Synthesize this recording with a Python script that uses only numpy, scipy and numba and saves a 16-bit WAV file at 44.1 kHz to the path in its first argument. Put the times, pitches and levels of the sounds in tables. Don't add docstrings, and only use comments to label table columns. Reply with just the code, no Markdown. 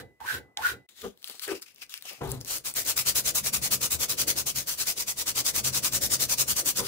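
import sys
import numpy as np
from scipy import signal
from scipy.fft import rfft, irfft, next_fast_len
from scipy.io import wavfile
from scipy.ndimage import uniform_filter1d
from numba import njit

SR = 44100
rng = np.random.default_rng(int(sys.argv[2]) if len(sys.argv) > 2 else 0)


def unload_wav(signal):
    wavfile.write(
        sys.argv[1],
        SR,
        np.round(np.clip(np.atleast_2d(signal).T, -1, 1) * 32767).astype(np.int16),
    )


def level_to_linear(level):
    exponent = np.asarray(level, float) / 20
    return 10 ** exponent


N = 302967
T = np.arange(N) / SR
FILE_END_S, PAPER_START_S = .865, .888
LAG = 5

# f/Hz, level/dB per Hz
AIR_COLOUR = [(15, -31), (40, -8), (60, 0), (446, 0.5), (1460, -13.5), (2570, -12), (3360, -19),
              (15600, -19.5)]
# f/Hz, level difference/dB
LEFT_COLOUR = [(60, 4), (110, -0.5), (200, 1.5), (380, 1.5), (700, 2.5), (1290, 2.5), (2380, 2.5),
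               (4400, 3.5), (8120, 0), (15000, 6)]

# t/s, level/dB, 20 dB rise/s, 20 dB fall/s, f/Hz
PANEL_BOOMS = [
    (1.04, -39, .012, .04, 430),
    (1.055, -36, .025, .04, 415),
    (1.48, -33, .003, .07, 420),
    (1.518, -30, .04, .06, 365),
    (2.212, -32, .005, .12, 392),
    (2.33, -42, .1, .06, 378),
    (2.45, -56, .1, .03, 410),
    (6.793, -35, .012, .03, 450),
    (6.818, -37, .015, .07, 420),
]
# t/s, level/dB, 20 dB rise/s, 20 dB fall/s, f/Hz
FRAME_THUDS = [
    (1.06, -38, .04, .05, 215),
    (1.535, -51, .07, .05, 247),
    (2.215, -31, .006, .13, 132),
    (2.32, -34, .1, .15, 128),
    (6.797, -39, .015, .03, 200),
    (6.828, -37, .02, .07, 130),
]
# t/s, level/dB, 20 dB rise/s, 20 dB fall/s, f/Hz
WOOD_KNOCKS = [
    (1.043, -42, .015, .035, 1150),
    (1.48, -34, .003, .03, 1640),
    (1.51, -39, .025, .045, 1150),
    (2.212, -36, .005, .12, 720),
    (6.79, -37.5, .008, .04, 1380),
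    (6.796, -38, .012, .06, 750),
]

# t/s, level/dB, 20 dB rise/s, 20 dB fall/s, stiff-fold f/Hz
PAPER_RUBS = [(.889, -55.5, .003, .08, 3630), (1.009, -49, .07, .11, 3750), (1.053, -50, .1, .07, 3160),
              (1.225, -61, .07, .03, 4180), (1.245, -51, .004, .1, 4040), (1.3, -46, .09, .14, 4250),
              (1.396, -46, .004, .022, 4150), (1.422, -38, .008, .05, 4300),
              (1.452, -34.5, .05, .025, 4340), (1.51, -41, .07, .06, 2600), (1.56, -45, .03, .04, 2600),
              (1.626, -44, .012, .025, 4830), (1.665, -54, .01, .09, 2650), (1.79, -59, .06, .04, 2890),
              (1.826, -42.5, .022, .03, 2600), (1.896, -48, .004, .08, 3730),
              (1.945, -44.5, .05, .07, 2700), (2.026, -53, .006, .05, 3990), (2.056, -42, .005, .08, 3000),
              (2.095, -47, .08, .15, 2500), (2.236, -49, .005, .15, 3300), (2.31, -46, .1, .1, 4230),
              (2.413, -47, .015, .03, 5340), (2.45, -53, .005, .05, 5000), (6.868, -31, .065, .1, 4710)]
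# f/Hz, level/dB per Hz
PAPER_COLOUR = [(600, -30), (1300, -10), (2840, -9.5), (8780, -8.5), (14400, -9.5), (15600, -9)]
# t/s, peak level/dB, f/Hz
CREASE_SNAPS = [(0.8904, -35, 3660), (1.1752, -41, 3980), (1.2204, -38, 4380), (1.2286, -30, 4360),
                (1.2436, -16, 4250), (1.2755, -20, 4590), (1.2984, -20, 4250), (1.3224, -29, 4240),
                (1.3957, -21, 4270), (1.783, -38, 3200), (1.7609, -37, 5250), (1.8951, -29, 5080),
                (1.9405, -14, 4000), (1.9769, -24.5, 5340), (2.0243, -22, 3310), (2.0115, -35, 4200),
                (2.2343, -30, 1650), (2.2964, -39, 1780), (2.3176, -12, 9000), (2.4124, -21, 6300),
                (2.4174, -28, 5720), (2.4483, -23, 6350), (2.4594, -25, 4350), (2.7397, -18, 8850),
                (2.833, -26, 7920), (4.219, -10, 4180), (4.56, -15.5, 5860), (4.7394, -17.5, 5300),
                (4.8236, -11, 6080), (4.9114, -14, 8870)]
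# t/s, peak level/dB, f/Hz
GRIT_TICKS = [(1.281, -27, 11000), (1.285, -30, 9000), (1.3125, -32, 13000), (1.354, -32, 4300),
              (1.4795, -24, 11000), (1.553, -30, 6000), (1.5974, -40, 3000), (1.615, -38, 12000),
              (1.6208, -27, 10000), (1.6622, -42, 6000), (1.7216, -48, 12000), (1.7465, -40, 13000),
              (1.865, -42, 5500), (2.0543, -30, 6000), (2.1325, -32, 13500), (2.2415, -34, 13000),
              (2.2758, -30, 13000), (2.2928, -28, 12000), (2.3005, -29, 12500), (2.309, -27, 12500),
              (2.3225, -26, 11000), (2.352, -36, 13000), (2.407, -33, 9000), (2.583, -22, 11000),
              (2.692, -21, 9000)]
# t/s, level/dB, 20 dB
# rise/s, 20 dB fall/s
DRAGS = [
    (.51, -60, .09, .07),
    (1.048, -45, .06, .05),
    (1.31, -53, .1, .13),
    (1.5, -41, .06, .05),
    (1.828, -54, .02, .025),
    (2.06, -45, .012, .16),
    (2.212, -37, .006, .14),
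    (6.8, -46, .03, .12),
]
# f/Hz, level/dB per Hz
DRAG_COLOUR = [(24, -62), (40, -21), (818, -0.5), (937, -9.5), (1250, -4.5), (1500, -16.5), (1950, -30),
               (3300, -120)]

# landing t/s, length/s, level/dB, top tooth f/Hz, extra whistle level/dB
FILE_STROKES = [
    (-.172, .21, -31.5, 1330, -3),
    (.203, .217, -34.5, 1590, 2.5),
    (.572, .19, -31.5, 1470, 3),
]
# t/s, peak level/dB, f/Hz
FILE_LANDINGS = [
    (0.2039, -45, 2230),
    (0.5725, -21, 3670),
]
# share of its length, share of top speed, pressure level/dB
STROKE_COURSE = [(0, .55, -15), (.12, .56, -15), (.24, .62, -11), (.26, .73, -8), (.31, .76, -4),
                 (.33, 1, -4), (.43, 1, 0), (.66, .955, -1), (.84, .96, -11), (1, .95, -38)]
# share of its length, level/dB, 20 dB rise/share, 20 dB fall/share
WHISTLE_SWELLS = [
    (.01, -8, .01, .5),
    (.22, -14, .2, .15),
    (.43, 7, .1, .2),
    (.6, -4.5, .5, .3),
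]
# share of its length, level/dB, 20 dB rise/share, 20 dB fall/share
VICE_SWELLS = [
    (.2, -19, .25, .3),
    (.76, -12, .5, .6),
    (1.15, -28, .5, .45),
]
# f/Hz, level/dB per Hz
RASP_COLOUR = [(290, -49), (500, -22.5), (630, -30), (1100, -12), (1200, -24), (1260, -16.5), (1540, -0.5),
               (2140, -13.5), (3810, -15), (6670, -21), (15600, -20)]
# f/Hz, width/Hz, level/dB
BLADE_MODES = [(2890, 50, -16), (3890, 14, 22), (7190, 95, -1.5), (10240, 50, 4), (12600, 110, -10),
               (14800, 71, 7), (15300, 48, -2)]
# f/Hz, width/Hz, level/dB
BENDING_MODES = [(822, 35, 0), (930, 35, -2), (1093, 40, -1), (1385, 40, -4), (1490, 30, -2),
                 (1580, 30, -3), (1760, 45, -6)]
# f/Hz, level/dB per Hz
VICE_COLOUR = [(26, -34), (48, -18), (70, 0.5), (167, -8.5), (454, -6), (512, -7), (629, -19), (800, -11),
               (1040, -34), (1760, -120)]

# start t/s, length/s, level/dB
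PULLS = [(2.646, .068, -32), (2.752, .078, -27.5), (2.963, .062, -26), (3.151, .06, -24.5),
         (3.346, .059, -25), (3.528, .055, -26.5), (3.708, .058, -25), (3.905, .058, -26.5),
         (4.086, .059, -28), (4.272, .057, -25.5), (4.461, .056, -28), (4.55, .079, -30.5),
         (4.667, .087, -31), (4.86, .068, -27.5), (5.069, .059, -30), (5.262, .057, -27.5),
         (5.448, .064, -26), (5.639, .063, -25.5), (5.828, .064, -26), (6.011, .067, -27.5),
         (6.194, .065, -26.5), (6.379, .057, -24), (6.558, .062, -27), (6.653, .067, -25.5),
         (6.756, .06, -28.5)]
# start t/s, length/s, level/dB
PUSHES = [(2.472, .115, -31), (2.854, .077, -26), (3.057, .065, -24.5), (3.247, .067, -26),
          (3.438, .063, -27), (3.62, .063, -26.5), (3.811, .065, -26), (3.995, .065, -26.5),
          (4.178, .06, -26), (4.36, .065, -28.5), (4.778, .065, -29.5), (4.967, .072, -30.5),
          (5.169, .066, -30), (5.353, .067, -27), (5.542, .066, -25), (5.73, .068, -25.5),
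          (5.922, .063, -26.5), (6.102, .065, -26), (6.291, .06, -25.5), (6.474, .063, -27)]
# t/s, share of a pull, share of a push
TOP_MOMENTS = [
    (4.7, .3, .53),
    (4.85, .48, .56),
]
# t/s, treble level/dB in a pull, treble level/dB in a push
GRIT_WEAR = [(2.5, -2.5, -3), (3.5, -1.7, -3.2), (4.8, -2.5, -3), (5.3, -3.5, -3.8), (5.75, -3.2, -3.5),
             (6, -2.2, -2.5)]
# f/Hz, level/dB per Hz
GRIT_COLOUR = [(180, -12), (300, -16), (391, -9.5), (642, -6.5), (1700, -10.5), (2010, -7), (2940, -5),
               (4590, 0), (5420, 0.5), (7050, 1), (11600, -2), (15600, -1.5)]
# t/s, level/dB
HAND_HOLLOW = [(2.4, -47), (3.5, -13.5), (4.5, -11), (5.5, -10.5), (6.2, -5.5), (6.87, -6)]
# t/s, peak level/dB, f/Hz
GRIT_BITES = [(2.4778, -23, 9810), (2.6484, -23, 10200), (2.7591, -19, 8930), (2.8629, -17, 7280),
              (2.9687, -17, 11800), (3.0614, -16, 7030), (3.1542, -14, 8610), (3.3518, -15, 8110),
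              (3.5334, -15, 10500), (3.7145, -14, 5490), (3.9075, -15, 6280), (4.0088, -15, 8580),
              (4.0966, -18, 6980), (4.1834, -17, 5870), (4.2782, -16, 10200), (4.364, -18, 5340),
              (4.4657, -18, 6630), (4.6783, -19, 6790), (4.8718, -17, 6330), (5.2704, -17, 5610),
              (5.3617, -18, 5940), (5.4645, -11, 6150), (5.5538, -16, 5500), (5.6471, -15, 6020),
              (5.8351, -16, 6820), (5.9244, -17, 5080), (6.0197, -17, 6910), (6.2003, -17, 5640),
              (6.2966, -13, 5270), (6.3844, -14, 5290), (6.4862, -16, 7530), (6.566, -16, 7170),
              (6.6598, -13, 7470), (6.7614, -17, 6670)]
# t/s, frame level/dB, top board level/dB
HAND_SHAKE = [(2.47, -58, -62), (2.65, -62, -64), (3.24, -48, -54), (3.7, -48, -53), (4.25, -48, -53),
              (4.48, -53, -57), (4.6, -45, -56), (4.71, -59, -62), (5.2, -56, -57), (5.32, -51, -51),
              (5.5, -53, -54), (5.58, -44, -52), (5.85, -46, -49), (6, -45, -52), (6.3, -48, -51),
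              (6.77, -50, -55), (6.8, -41, -46), (6.87, -43, -48)]
# f/Hz, width/Hz, level/dB
FRAME_MODES = [(74, 18, 3), (225, 45, -4), (126, 20, 1.5)]
# f/Hz, width/Hz, level/dB
BOARD_MODES = [(290, 60, 0), (360, 60, 1), (430, 70, 0), (560, 140, -2)]


def unit(x):
    return x / np.sqrt(np.mean(x ** 2))


def played(rows):
    s, *columns = np.transpose(rows)
    out, inside = np.zeros((len(columns), N)), np.zeros(N)
    i = int(s[0] * SR)
    out[:, i:] = [np.interp(T[i:], s, c) for c in columns]
    inside[i:int((s[-1] + .012) * SR)] = 1
    return [*out, signal.lfilter([.05], [1, -.95], inside)]


def shade(x, spectrum, scale=1):
    hz, db = np.transpose(spectrum)
    size = next_fast_len(N)
    log_f = np.log(np.arange(size // 2 + 1) * SR / size + 1)
    gain = level_to_linear(scale * np.interp(log_f, np.log(hz), db))
    return irfft(rfft(x, size) * gain, size)[..., :N]


@njit
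def svf(x, g, k):
    y, b, l = np.empty(len(x)), 0., 0.
    for i in range(len(x)):
        v = (b + g[i] * (x[i] - l)) / (1 + g[i] * (g[i] + k[i]))
        b, l, y[i] = 2 * v - b, l + 2 * g[i] * v, k[i] * v
    return y


def band(x, hz, width):
    hz, flat = np.clip(hz, 20, .45 * SR), np.ones(x.shape[1])
    return np.array([svf(c, np.tan(np.pi * hz / SR) * flat, width / hz * flat) for c in x])


def modes(x, table):
    return sum((-1) ** k * level_to_linear(db) * band(x, hz, width) for k, (hz, width, db) in enumerate(table))


def walk(rate):
    k = int(SR / rate)
    return 0.83 * uniform_filter1d(np.repeat(rng.standard_normal(N // k + 1), k), k)[:N]


def rub(alike, grains=0., scatter_db=0., grain_db=-99., flicker_db=0., flicker_rate=300.):
    draw = rng.standard_normal((3, N))
    caught = rng.random(N) < grains / SR
    strength = level_to_linear(scatter_db * np.minimum(rng.exponential(size=N), 2))
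    catch = signal.lfilter([1], [1, -.9], caught * strength)
    common = np.array([draw[0], np.roll(draw[0], LAG)])
    alike = np.clip(alike, 0, 1)
    noise = np.sqrt(alike) * common + np.sqrt(1 - alike) * draw[1:]
    return unit(noise * (1 + level_to_linear(grain_db) * catch) * level_to_linear(flicker_db * walk(flicker_rate)))


def clicks(table, width, t60, hiss_db):
    out, t = np.zeros((2, N)), T[:1500]
    for s, db, hz in table:
        burst = rng.standard_normal((3, len(t))) * np.exp(-np.log(1000) * t / t60)
        burst[0, 0] = 5
        burst = burst[1:] * .4 + burst[0]
        ringing = band(band(burst, hz, width), hz, 2 * width)
        burst = ringing + level_to_linear(hiss_db) * np.diff(burst, prepend=0)
        i = int(s * SR)
        burst[1] = np.roll(burst[1], LAG)
        out[:, i:i + len(t)] += level_to_linear(db) * burst / np.abs(burst.mean(axis=0)).max()
    return out


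def steady(x, span):
    return x / np.sqrt(uniform_filter1d(np.mean(x ** 2, axis=0), size=span) + 1e-12)


def swells(rows, t=T):
    rows, coarse = np.array(rows), t[::32]
    away = np.array([np.maximum((r[0] - coarse) / r[2], (coarse - r[0]) / r[3]) for r in rows])
    power = level_to_linear(2 * (rows[:, 1:2] - np.minimum(20 * away ** 1.6, 150)))
    total = power.sum(axis=0)
    pitch = rows[:, -1] @ power / total
    return [np.interp(T, T[::32], c) for c in (np.sqrt(total), pitch)]


def patchy(x, db, rate):
    centres_hz = 1000 * 2 ** np.arange(0, 3.7, 1 / 3)
    return x + sum((level_to_linear(db * walk(rate)) - 1) * band(x, hz, hz / 5) for hz in centres_hz)


def off_hand(x, lag_s, sway_s, db):
    echo = [np.interp(T - lag_s - sway_s * uniform_filter1d(walk(14), size=2000), T, c) for c in x]
    return x + level_to_linear(db) * np.array(echo)


def still_air():
    level_db = np.where(T < PAPER_START_S, -76, -71.5)
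    return level_to_linear(level_db) * unit(shade(rub(.3, flicker_db=2., flicker_rate=12), AIR_COLOUR))


def room(x):
    t60_s = .18
    t = T[:int(t60_s * SR)]
    tail = rng.standard_normal((2, len(t))) * np.exp(-np.log(1000) * t / t60_s) * (t > .004)
    tail = signal.lfilter([1], [1, -.4], tail)
    tail /= np.sqrt(np.sum(tail ** 2, axis=1, keepdims=True))
    return signal.fftconvolve(x.mean(axis=0)[None], tail, axes=1)[:, :N]


def bumps():
    booming, boom_hz = swells(PANEL_BOOMS)
    thudding, thud_hz = swells(FRAME_THUDS)
    knocking, knock_hz = swells(WOOD_KNOCKS)
    judder = rub(0.81, flicker_db=3.5, flicker_rate=80)
    boom = steady(band(band(judder, boom_hz, 62), boom_hz, 220), span=1200)
    thud = band(band(judder, thud_hz, 39), thud_hz, 150)
    thud = thud + level_to_linear(-5) * band(judder, 72, 25) + level_to_linear(-7) * band(judder, 1.9 * thud_hz, 45)
    thud = steady(thud, span=2000)
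    knock = steady(band(band(judder, knock_hz, 400), knock_hz, 600), span=900)
    return level_to_linear(-2.4) * booming * boom + level_to_linear(-3.6) * thudding * thud + level_to_linear(-1.8) * knocking * knock


def paper():
    gain, fold_hz = swells(PAPER_RUBS)
    slide = rub(.25, 500, 2.5, -8., 2.5, 120)
    fold = level_to_linear(-6 - 3 * (fold_hz - 3700) / 1000)
    folds = unit(band(slide, fold_hz, 650)) + level_to_linear(-5) * unit(band(slide, 1.9 * fold_hz, 1200))
    sheet = patchy(unit(shade(slide, PAPER_COLOUR)), db=3.5, rate=18) + fold * folds
    drag = unit(shade(rub(0.39, flicker_db=8.0, flicker_rate=65), DRAG_COLOUR))
    cracks = level_to_linear(-4) * clicks(CREASE_SNAPS, 3000, .006, -8)
    cracks = cracks + level_to_linear(-2) * clicks(GRIT_TICKS, 6000, .005, -10)
    return level_to_linear(-1.2) * gain * sheet + level_to_linear(-5.2) * swells(DRAGS)[0] * drag + cracks


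def file():
    strokes = np.array(FILE_STROKES)
    current = np.searchsorted(strokes[:, 0], T + .004) - 1
    land, length, db, top_hz, sing_db = strokes[current].T
    u = (T - land) / length
    share, speed, pressure_db = np.transpose(STROKE_COURSE)
    tooth_hz = top_hz * np.interp(u, share, speed)
    lifted_db = np.minimum(40 * np.maximum(u - 1, 0) + 2000 * np.maximum(-u, 0), 99)
    press = level_to_linear(np.interp(u, share, pressure_db) - lifted_db)
    press = press * level_to_linear(9 * (sing_db - 3) * np.clip(1 - u / .22, 0, 1))

    tear = rub(0.086, 900, 6.8, -15.0, 0.83, 250)
    blade = level_to_linear(-9.5) * np.clip(u / .65, .2, 1) ** 2 * unit(modes(tear, BLADE_MODES))
    rasp = unit(unit(shade(tear, RASP_COLOUR)) + blade)

    teeth = rub(0.4, 300, 8.4, -3.0, 3.8, 90.5)
    tone = steady(band(band(teeth, tooth_hz, 75), tooth_hz, 200), span=1300)
    whistle = unit(tone + level_to_linear(-13) * unit(band(teeth, tooth_hz, 600)))
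    bending = modes(band(band(teeth, tooth_hz, 300), tooth_hz, 500), BENDING_MODES)
    whistle = whistle + level_to_linear(-9) * steady(bending, span=1300)

    vice = unit(shade(rub(.75, flicker_db=3., flicker_rate=40), VICE_COLOUR))
    ring = np.sqrt(2) * np.sin(2 * np.pi * 2008 * T + np.array([[.7], [-.7]]))
    ring = level_to_linear(-65 - 75 * np.clip((u - 1) * length, 0, 1)) * ring
    body = level_to_linear(1.94) * press * rasp
    body = body + level_to_linear(sing_db - 0.9) * swells(WHISTLE_SWELLS, u)[0] * whistle
    body = body + level_to_linear(-3) * swells(VICE_SWELLS, u)[0] * vice
    return (T < PAPER_START_S) * (level_to_linear(db) * body + ring) + clicks(FILE_LANDINGS, 2500, 0.011, -44)


def strip_motion():
    speed, treble = np.full(N, 1e-7), np.zeros(N)
    tops, wear = np.transpose(TOP_MOMENTS), np.transpose(GRIT_WEAR)
    for way, strokes in enumerate((PULLS, PUSHES), start=1):
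        for s, length, db in strokes:
            near = slice(int((s - .15) * SR), int((s + .3) * SR))
            u = (T[near] - s) / length
            top = np.interp(s, tops[0], tops[way])
            rise = np.maximum(1 - u / top, 0) ** 2.7
            fall = np.maximum((u - top) / (1 - top), 0) ** 2.3
            gain = level_to_linear(db + 2.5 - np.minimum(13.0 * (rise + fall), 90))
            treble[near] = np.where(gain > speed[near], np.interp(s, wear[0], wear[way]), treble[near])
            speed[near] = np.maximum(speed[near], gain)
    return speed, treble


def sanding():
    speed, treble = strip_motion()
    grit = unit(shade(rub(0.18, 700, 2.3, -17.0, 1.87, 350), GRIT_COLOUR))
    grit = unit(off_hand(grit, 0.0006977, 0.000204, -9))
    grit = unit(patchy(grit, db=1.8, rate=30))
    hollow_db, _ = played(HAND_HOLLOW)
    grit = grit + level_to_linear(hollow_db) * band(grit, 6150, 2470)
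    fine = shade(grit, [(5000, -66), (9000, -12), (12000, -3.5)])
    low = shade(grit, [(1200, -1.5), (2500, -1), (5000, -28)])
    slow = uniform_filter1d(speed, size=1500)
    brightness = level_to_linear(2.4 * (uniform_filter1d(treble, size=400) + 3.5)) - 1
    hiss = speed * (grit + brightness * fine) + level_to_linear(-7) * slow * low

    frame_db, board_db, on = played(HAND_SHAKE)
    board = unit(modes(rub(0.6, flicker_db=4.0, flicker_rate=25), BOARD_MODES))
    frame = modes(rub(0.85, flicker_db=3.5, flicker_rate=20), FRAME_MODES)
    frame = unit(shade(frame, [(30, -12), (62, 0)]))
    pulse = (slow / (uniform_filter1d(slow, size=8000) + 1e-7)) ** 0.17
    hum = on * pulse * (level_to_linear(frame_db - 0.7) * frame + level_to_linear(board_db + 2.5) * board)
    bites = level_to_linear(-7) * clicks(GRIT_BITES, 6000, .02, -10)
    return hiss + bites + hum


def scene():
    sides = np.array([[.5], [-.5]])
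    near = sanding() + (level_to_linear(-3.5 * sides) * file() + level_to_linear(3 * sides) * paper() + level_to_linear(2.5 * sides) * bumps())
    air = still_air()
    heard = 1. * ((T < FILE_END_S) | (T > PAPER_START_S))
    heard = np.maximum(uniform_filter1d(heard, size=130), .03)
    return (near + level_to_linear(-11.8) * room(near) + air) * heard


def roll_off(x):
    return signal.sosfilt(signal.butter(12, 17010, fs=SR, output="sos"), x)


def record(dry):
    top_hz = 15750
    mix = np.array([shade(dry[0], LEFT_COLOUR, .5), shade(dry[1], LEFT_COLOUR, -.5)])
    mix = shade(mix, [(top_hz - 100, 0), (top_hz + 150, -38), (top_hz + 900, -45)])
    return roll_off(mix)


dry = scene()
out = record(dry)
unload_wav(out)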